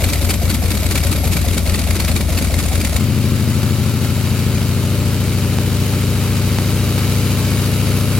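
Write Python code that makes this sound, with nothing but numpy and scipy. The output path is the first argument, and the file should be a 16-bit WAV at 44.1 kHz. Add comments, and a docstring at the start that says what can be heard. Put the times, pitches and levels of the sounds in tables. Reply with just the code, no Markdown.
"""An uneven, loping idle is heard first: thumps, gulps and hissing chuffs beneath thin whistles. After three
seconds the scene changes to a steady throbbing run nearly three times as fast, with three brief clicks. The
source is a nine-cylinder radial aircraft engine, uncowled on an open ramp. Puffs with each cylinder's own
timing and strength excite exhaust modes; gated turbulence gives the chuffs and rush; ringing modes give the
gulps, barks and metallic ticks; narrow-band noise gives the whistles; decaying jumps give the clicks."""
import sys
import numpy as np
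from scipy import signal
from scipy.fft import rfft, irfft, next_fast_len
from scipy.io import wavfile
from scipy.ndimage import map_coordinates

SR = 44100
rng = np.random.default_rng(int(sys.argv[2]) if len(sys.argv) > 2 else 0)


def inscribe(sig):
    """Save sig as 16-bit PCM at rate SR to the path in sys.argv[1].

    A 1-D sig is mono; a 2-D sig holds one channel per row.
    Samples are clipped to [-1, 1] before scaling.
    """
    pcm = np.round(np.clip(np.atleast_2d(sig).T, -1, 1) * 32767)
    wavfile.write(sys.argv[1], SR, pcm.astype(np.int16))


N = 361179
TIME = np.arange(N) / SR
CHANGE_S = 2.985  # the scene changes from the idle to the run
PICKUP_RPM, SETTLED_RPM = 1545, 1650
CHUFF_SCATTER_DB, MISS_DB = 2, -14
RUN_PUFF_HZ = 263.4  # each puff is too rounded to hold much above this
EARLY_BARK_DB, SETTLED_BARK_DB = -2.5, 0.8  # the barks grow as the engine settles
TOP_HZ = 16000  # upper band limit

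# "Place" is the position in ninths of the two-turn engine cycle.
# Crankshaft speed: [t/s, speed/rpm]
IDLE_SPEED = [(0.0, 580.0), (0.5, 584.3), (1.1, 585.8), (1.7, 560.2), (2.0, 583.1), (2.4, 555.5),
              (2.98, 576.0)]
RUN_SPEED = [(3.0, 1533.1), (3.6, 1548.2), (4.3, 1603.5), (4.6, 1598.8), (4.9, 1633.2), (5.3, 1642.4),
             (5.6, 1633.2), (5.9, 1659.8), (6.3, 1655.6), (6.6, 1652.5), (6.9, 1676.1), (8.19, 1712.8)]
# One row per cylinder at idle: [thump place, level/dB, gulp place, level/dB, bark place, level/dB]
IDLE_CYLINDERS = [(1.28, 5, 0.696, -19, 0.099, -24.5), (1.92, -20, 1.93, -24, 0.96, -26.5),
                  (2.8, 5, 2.68, -21.5, 1.77, -27.5), (3.71, 3, 3.4, -20, 2.87, -29.5),
                  (4.87, -5.5, 4.03, -22, 3.56, -30.5), (5.73, 1.8, 5.1, -18.5, 5.3, -27.5),
                  (6.91, 0, 5.8, -17.5, 5.67, -36), (7.77, 2.1, 6.95, -38, 6.58, -30.5),
                  (8.34, -1, 7.63, -18.5, 7.63, -32.5)]
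# Pitches of each cylinder's exhaust stub at idle, in firing order: [gulp f/Hz, bark f/Hz]
STUB_PITCHES = [(167, 660), (191, 543), (214, 600), (222, 404), (321, 440), (180.6, 560), (235, 382),
                (345, 640), (189, 580)]
# Exhaust modes: [f/Hz, width/Hz, level/dB]
IDLE_PIPE = [(75.8, 18.7, -28)]
PICKUP_PIPE = [(128.5, 86, -26), (130.4, 23, -27), (228, 27, -40)]
SETTLED_PIPE = [(99, 167, -32), (281.4, 37, -33.5), (432, 75, -27.5)]
# Sharp escapes of gas, one pattern per idle cycle: [place, level/dB]
CHUFF_PATTERN = [(.37, -26.5), (0.872, -26), (1.82, -21), (2.88, -28.5), (3.45, -32.5), (3.872, -21),
                 (4.35, -20.5), (5.45, -31), (5.87, -19.5), (6.85, -25), (7.88, -25.5), (8.35, -30.5)]
# Spells in which the chuffs nearly fail: [start t/s, length/s]
MISSES = [(.355, .055), (.56, .06), (1.59, .07), (2.23, .05)]
# Thumps under power: [pick-up place, level/dB, settled place, level/dB]
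RUN_CYLINDERS = [(.98, 3.5, 0.923, 5.5), (2.02, -1.2, 2.01, -12.5), (2.59, 3, 2.48, 3.5),
                 (3.65, 3.9, 3.72, 0), (4.85, 1, 4.85, 5), (5.83, -1.8, 5.86, -5.5), (6.63, -9, 6.46, 0.6),
                 (7.69, -0.3, 7.76, -0.2), (8.65, -3, 8.81, -0.1)]
# Barks under power, one per cylinder: [place, level/dB, f/Hz]
RUN_BARKS = [(.2, -41, 455.8), (.48, -39.5, 410.6), (2.24, -39.5, 354.5), (4.35, -49.7, 488),
             (5.32, -34, 265.4), (5.72, -40.5, 390), (5.92, -44.5, 586), (7.42, -51, 429),
             (8.27, -44.5, 357.5)]
# Gas and propeller rush under power: [t/s, level/dB]
RUSH_LEVEL = [(3, -32.5), (3.8, -32), (4.8, -32), (5.7, -31.5), (6.4, -30.5), (7.4, -29.5), (8.19, -30.5)]
# Drift of the exhaust tone between the sides: [t/s, left minus right level/dB]
EXHAUST_LEAN = [(0, 1.8), (2.6, 1.9), (3.8, 1.8), (4.5, 0.7), (6.5, -0.2), (8.19, 0.5)]
# Two whistles heard together at first, a thin one that soon fades and a breathy one that lasts:
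# [t/s, f/Hz, level/dB]
THIN_WHISTLE = [(0, 12430, -40), (.84, 12410, -39), (.89, 12390, -50), (1, 12400, -43), (1.15, 12400, -70)]
BREATHY_WHISTLE = [(0, 11650, -42), (1, 11600, -42), (1.25, 11540, -31.5), (1.6, 11260, -43),
                   (2.2, 11190, -45), (2.96, 11170, -41), (3.05, 11200, -53.5), (6.5, 11230, -58),
                   (7.3, 11250, -41), (8.19, 11200, -39)]
# Click instants: [t/s, peak level/dB]
CLICK_TIMES = [(4.584, -16), (5.5866, -3.5), (6.5864, -2)]
# Noise spectra: [f/Hz, level/dB per Hz]
GULP_SPECTRUM = [(90, -52), (135, -1), (220, -2), (330, -8.5), (450, -16), (900, -70)]
IDLE_BARK_SPECTRUM = [(250, 0.5), (420, -5.5), (580, 0.5), (700, -6.5), (850, -12), (1600, -24)]
RUN_BARK_SPECTRUM = [(300, -28), (450, -4.5), (580, 0), (700, -11.5), (900, -13), (1600, -36)]
RUMBLE_SPECTRUM = [(15, -30), (35, -7), (60, 3), (130, -6), (300, -2), (700, -22), (1400, -49)]
CHUFF_SPECTRUM = [(440, -13), (750, -4), (831, -5), (1440, -4.5), (1600, -6.5), (2230, -2), (3110, -5),
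                  (3860, -4.5), (5970, -7), (7050, -7), (9470, -7), (10600, -11.5), (11500, -3),
                  (12900, -9), (16000, -17)]
RUSH_SPECTRUM = [(440, -15), (750, -4), (1300, -2.5), (1860, -6), (2340, -4), (3070, -2.5), (3310, -7),
                 (3810, -5), (6360, -9), (9470, -11), (10500, -12), (11500, -6.5), (13500, -10.5),
                 (15200, -16), (16000, -8.5)]
# Cylinder and pipe resonances that colour the gas noise: [f/Hz, width/Hz, level/dB]
METAL_MODES = [(1340, 130, 2.5), (2270, 190, 2.5), (3850, 77, 5), (4650, 580, 2), (7110, 150, 5),
               (9650, 1340, 4)]
# Modes of the ticking metal: [f/Hz, level/dB]
TICK_MODES = [(1330, -7.5), (2280, 2.5), (2600, -4), (3770, -3.5), (4530, 1.5), (7080, 1.5), (9200, 0.5)]
# Stereo coherence: [f/Hz, left-right correlation]
COHERENCE = [(60, 0.28), (640, 1), (1400, 0.9), (3100, 0.62), (6800, 0.15), (15000, 0.15)]
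# Stereo balance: [f/Hz, left minus right level/dB]
BALANCE = [(60, 2), (115, 4.5), (210, 2.3), (380, -2), (700, 0), (1290, 4), (2380, 0), (4400, 2.5),
           (8120, 1.5), (12000, 0), (15000, -6.5)]


def amp(db):
    """Logarithmic level: 20 dB is a tenfold change of amplitude."""
    return np.exp(np.log(10) * np.asarray(db) / 20)


def unit(x):
    """Mean-square normalisation: the result has rms 1."""
    return x / np.sqrt(np.mean(x ** 2) + 1e-20)


def along(points, hz):
    """Logarithmic frequency scale: interpolate (f, value) points."""
    f, v = np.transpose(points)
    return np.interp(np.log(hz + 1), np.log(f + 1), v)


def curves(rows):
    """Linear interpolation in time: one curve for each column after t."""
    t, *columns = np.transpose(rows)
    return [np.interp(TIME, t, c) for c in columns]


def wobble(rate):
    """Band-limited random fluctuation: a smooth curve through rate knots a second."""
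    fine = np.arange(0, N * rate / SR + 1, .1)
    knots = rng.standard_normal(int(N * rate / SR) + 4)
    return np.interp(TIME * rate, fine, map_coordinates(knots, [fine]))


def filtered(x, gain):
    """Linear filtering: each frequency is multiplied by its own gain."""
    size = next_fast_len(N + SR // 4)
    return irfft(rfft(x, size) * gain(np.fft.rfftfreq(size, 1 / SR)), size)[..., :N]


def air(spectrum, resonances=(), source=None):
    """Partial coherence: coloured stereo noise of rms 1, its sides mixed from common and opposed parts."""
    pair = rng.standard_normal((2, N), dtype=np.float32)
    if source is not None:
        pair[0] = source
    size = next_fast_len(N, True)
    hz = np.geomspace(5, SR / 2, 1500)
    db = along(spectrum, hz)
    db = db + sum(g / (1 + (2 * (hz - f) / w) ** 2) for f, w, g in resonances)
    # this angle gives the wanted left-right correlation
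    angle = np.arccos(np.clip(along(COHERENCE, hz), -1, 1)) / 2
    gains = amp(db) * np.cos(angle), amp(db) * np.sin(angle), amp(along(BALANCE, hz) / 2)
    bins = np.fft.rfftfreq(size, 1 / SR)
    common, apart, lean = (np.interp(bins, hz, g).astype(np.float32) for g in gains)
    mid, side = rfft(pair, size) * [common, apart]
    sides = np.array([(mid + side) * lean, (mid - side) / lean])
    return unit(irfft(sides, size)[:, :N])


def cycles(speed, start_s):
    """Four-stroke cycle: count cycles from start_s; every cylinder fires once in two crank turns."""
    turn = np.cumsum(curves(speed)[0]) / SR / 120  # rpm to cycles per second
    return turn - np.interp(start_s, TIME, turn)


def each_cycle(shape, turn):
    """Periodicity: one shape repeats every engine cycle."""
    return np.interp(turn % 1, np.linspace(0, 1, len(shape) + 1), np.append(shape, shape[0]))


def resonance(hz, centre_hz, width_hz):
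    """Damped resonance: complex response of one pipe mode, 1 at its centre."""
    return 1j * hz * width_hz / (centre_hz ** 2 - hz ** 2 + 1j * hz * width_hz)


def pipe(resonances, puff_hz, cut_hz):
    """Modal superposition: modes of alternating sign, driven by a rounded puff; little radiates below cut_hz."""
    def response(hz):
        modes = sum((-1) ** k * amp(db) * resonance(hz, f, w) for k, (f, w, db) in enumerate(resonances))
        rounding = np.exp(-(hz / puff_hz) ** 2)
        radiation = 1 - np.exp(-(hz / cut_hz) ** 4)
        return modes * rounding * radiation
    return response


def exhaust_tone(turn, cylinders, response, rpm):
    """Fourier series: nine uneven puffs a cycle set the strength of each harmonic of the exhaust."""
    place, db = cylinders.T
    order = np.arange(100)[:, None]
    puffs = amp(db) * np.exp(-2j * np.pi * order * place / len(place))
    # the response is evaluated at one representative speed
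    harmonics = np.sum(puffs * response(order * rpm / 120), axis=1)
    return each_cycle(irfft(harmonics, 2048) * 1024, turn)


def placed(tone):
    """Interaural level difference: the bass of the exhaust lies to the left."""
    sides = [.5, -.5]
    drifting = tone * amp(np.outer(sides, curves(EXHAUST_LEAN)[0]))
    return filtered(drifting, lambda hz: amp(np.outer(sides, along(BALANCE, hz))))


def stub_rings(turn, cylinders, pitches, t60_s, detune, scatter_db):
    """Free decay: each firing sets its own exhaust stub ringing briefly, to the end of the idle."""
    place, db = cylinders.T
    t = np.arange(SR // 12) / SR
    fade = amp(-60 * t / t60_s) * (1 - np.exp(-t / .001))
    out = np.zeros(N + len(t))
    for cycle in range(int(np.interp(CHANGE_S, TIME, turn)) + 1):
        firing_s = np.interp(cycle + place / len(place), turn, TIME)
        for s, level, hz in zip(firing_s, db, pitches):
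            size = amp(level + scatter_db * rng.normal())
            pitch = hz * np.exp(detune * rng.normal())
            out[round(s * SR):][:len(t)] += size * fade * np.sin(2 * np.pi * pitch * t)
    return out[:N]


def bursts(times, db, rise_s, fall_s):
    """Addition of incoherent powers: envelope of gas bursts that swell and die exponentially."""
    t = np.arange(-(SR // 8), SR // 8 + 1) / SR
    shape = np.exp(-np.abs(t) / np.where(t < 0, rise_s, fall_s))  # of power
    places = np.clip(times * SR, 0, N).astype(int)
    peaks = np.bincount(places, amp(db) ** 2, N + 1)[:N]
    peaks[0] = 0  # drops bursts from before the start
    return np.sqrt(np.abs(signal.oaconvolve(peaks, shape, "same")))


def blowdown(turn, cylinders, spectrum, repeat, rise_s, fall_s, scatter_db):
    """Turbulent discharge: each opening valve lets out a noise burst, partly the same every cycle."""
    place, db = cylinders.T
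    firing = np.arange(np.floor(turn[0]), turn[-1])[:, None] + place / len(place)
    sizes = db + scatter_db * rng.standard_normal(firing.shape)
    gate = bursts(np.interp(firing.ravel(), turn, TIME), sizes.ravel(), rise_s, fall_s)
    habit = unit(each_cycle(rng.standard_normal(int(N / (turn[-1] - turn[0]))), turn))
    share = np.clip(repeat, 0, 1)  # repeated part of the common source's power
    source = np.sqrt(share) * habit + np.sqrt(1 - share) * rng.standard_normal(N)
    return gate * air(spectrum, source=source)


def chuffs(turn):
    """Cyclic gas release: times and levels of one pattern a cycle, a little uneven, with a few misses."""
    place, db = np.transpose(CHUFF_PATTERN)
    firing = np.arange(np.interp(CHANGE_S, TIME, turn))[:, None] + place / len(IDLE_CYLINDERS)
    times = np.interp(firing, turn, TIME)
    missed = sum((times > s) & (times < s + length) for s, length in MISSES)
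    levels = db + CHUFF_SCATTER_DB * rng.standard_normal(firing.shape) + MISS_DB * missed
    return times.ravel(), levels.ravel()


def ticks(times, db, t60_s, detune, scatter_db):
    """Impact excitation: each contact of valve gear or pipes rings metal modes at new pitches and strengths."""
    t = np.arange(SR // 40) / SR
    hz, mode_db = np.transpose(TICK_MODES)
    fade = amp(-60 * t / t60_s) * (1 - np.exp(-t / .0004))
    out = np.zeros((2, N + len(t)))
    for s, level in zip(times, db):
        pitch = hz * np.exp(detune * rng.standard_normal(len(hz)))
        size = amp(level + mode_db + scatter_db * rng.uniform(-1.35, 1, len(hz)))
        ear_phase = rng.standard_normal((2, len(hz), 1))
        modes = np.sin((ear_phase + 2 * np.pi * np.outer(pitch, t)).astype(np.float32))
        start = round(max(s, 0) * SR)
        out[:, start:start + len(t)] += size @ modes * fade
    return out[:, :N]


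def idle():
    """Separable pulses: at low speed thumps, hollow gulps and barks, and metallic chuffs stand apart."""
    turn = cycles(IDLE_SPEED, 0)
    thumps, gulps, barks = np.split(np.array(IDLE_CYLINDERS), 3, axis=1)
    gulp_hz, bark_hz = np.transpose(STUB_PITCHES)
    rpm = np.mean(IDLE_SPEED, axis=0)[1]
    unsteady = turn + 0.0019 * wobble(25.04)
    tone = exhaust_tone(unsteady, thumps, pipe(IDLE_PIPE, puff_hz=130.5, cut_hz=53), rpm)
    tone = tone * amp(-0.1 + 0.5 * wobble(32.4))
    # gulps and barks are part pipe ring, part turbulence
    gulp = amp(2.5) * stub_rings(turn, gulps, gulp_hz, t60_s=0.068, detune=0.061, scatter_db=1)
    gulp = gulp + amp(-4) * blowdown(turn, gulps, GULP_SPECTRUM, repeat=0.19,
                                     rise_s=0.0032, fall_s=0.014, scatter_db=0.5)
    bark = amp(2.5) * stub_rings(turn, barks, bark_hz, t60_s=0.071, detune=0.072, scatter_db=1.5)
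    bark = bark + blowdown(turn, barks, IDLE_BARK_SPECTRUM, repeat=0.22,
                           rise_s=0.0021, fall_s=0.016, scatter_db=0.5)
    times, chuff_db = chuffs(turn)
    # a faint steady hiss lies beneath the chuffs
    gas = np.hypot(bursts(times, chuff_db, rise_s=0.0027, fall_s=0.006), amp(-31))
    hiss = gas * amp(1.32 * wobble(500)) * air(CHUFF_SPECTRUM, METAL_MODES)
    clatter = amp(-3.5) * ticks(times, chuff_db, t60_s=.026, detune=.08, scatter_db=6)
    rumble = amp(-41.5) * air(RUMBLE_SPECTRUM)
    return placed(tone) + gulp + bark + hiss + clatter + rumble


def whistle(rows, width_hz):
    """Narrow-band noise: random quadrature modulation of a drifting pitch, different in each ear."""
    hz, db = curves(rows)
    phase = 2 * np.pi * np.cumsum(hz) / SR
    ears = np.array([wobble(width_hz) * np.cos(phase) + wobble(width_hz) * np.sin(phase) for _ in range(2)])
    return amp(db) * unit(ears) * amp([[-2.5], [2.5]])  # stronger on the right


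def running():
    """Pulse fusion: at speed the thumps merge into a drone, with growl, pulsing rush and valve clatter."""
    turn = cycles(RUN_SPEED, 3)
    early, thumps = np.split(np.array(RUN_CYLINDERS), 2, axis=1)
    bark_table = np.array(RUN_BARKS)
    barks, bark_hz = bark_table[:, :2], bark_table[:, 2]
    unsteady = turn + .0009 * wobble(70)
    # the drone booms while the engine picks up speed, then deepens as it settles
    settled = np.interp(curves(RUN_SPEED)[0], [PICKUP_RPM, SETTLED_RPM], [0, 1])
    boom = exhaust_tone(unsteady, early, pipe(PICKUP_PIPE, RUN_PUFF_HZ, cut_hz=36), PICKUP_RPM)
    drone = exhaust_tone(unsteady, thumps, pipe(SETTLED_PIPE, RUN_PUFF_HZ, cut_hz=56), SETTLED_RPM)
    purr = exhaust_tone(unsteady, barks, lambda hz: resonance(hz, bark_hz, width_hz=52) ** 2, SETTLED_RPM)
    purr = purr * amp((1 - settled) * EARLY_BARK_DB + settled * SETTLED_BARK_DB)
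    tone = (1 - settled) * boom + settled * drone + purr
    tone = tone * amp(-0.2 + 0.65 * wobble(90))
    # the growl trails the thumps slightly
    growl = amp(-38.5) * blowdown(turn - .03, thumps, RUN_BARK_SPECTRUM, repeat=0.11,
                                  rise_s=0.0024, fall_s=0.0054, scatter_db=1.1)
    # the rush swells with the strong firings
    rush_db, = curves(RUSH_LEVEL)
    puffs = blowdown(turn, thumps, RUSH_SPECTRUM, repeat=.2, rise_s=0.0007, fall_s=0.0042, scatter_db=4.5)
    rush = amp(4.5 + 1.45 * wobble(400)) * air(RUSH_SPECTRUM, METAL_MODES) + amp(-6.0) * puffs
    # a valve shuts once for each firing, some much harder than others
    shuts = np.interp(np.arange(0, turn[-1], 1 / len(barks)), turn, TIME)
    clatter = ticks(shuts, rng.normal(-39, 2.5, len(shuts)), t60_s=.04, detune=.07, scatter_db=5)
    rumble = amp(-30.0) * air(RUMBLE_SPECTRUM)
    return placed(tone) + growl + amp(rush_db) * rush + clatter + rumble


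def clicks():
    """Exponential decay: each click is a sudden negative jump that dies away at once."""
    jumps = np.zeros(N)
    for s, db in CLICK_TIMES:
        jumps[round(s * SR)] = -amp(db)
    decay_s = 0.00051
    return signal.lfilter([1], [1, -np.exp(-1 / (decay_s * SR))], jumps)


def scene():
    """Superposition: the scene changes abruptly from the idle to the run, with whistles and clicks added."""
    fast = np.clip((TIME - CHANGE_S) / .01 + .5, 0, 1)
    engine = np.sqrt(1 - fast) * idle() + np.sqrt(fast) * running()  # equal-power change
    whistles = whistle(THIN_WHISTLE, width_hz=27.8) + whistle(BREATHY_WHISTLE, width_hz=170)
    return engine + whistles + clicks()


def record(dry):
    """Propagation delay: sound reaches the right side slightly late; nothing passes above the band limit."""
    late_s = 3e-5
    return filtered(dry, lambda hz: (hz < TOP_HZ) * np.exp(-2j * np.pi * np.outer([0, late_s], hz)))


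dry = scene()
out = record(dry)
inscribe(out)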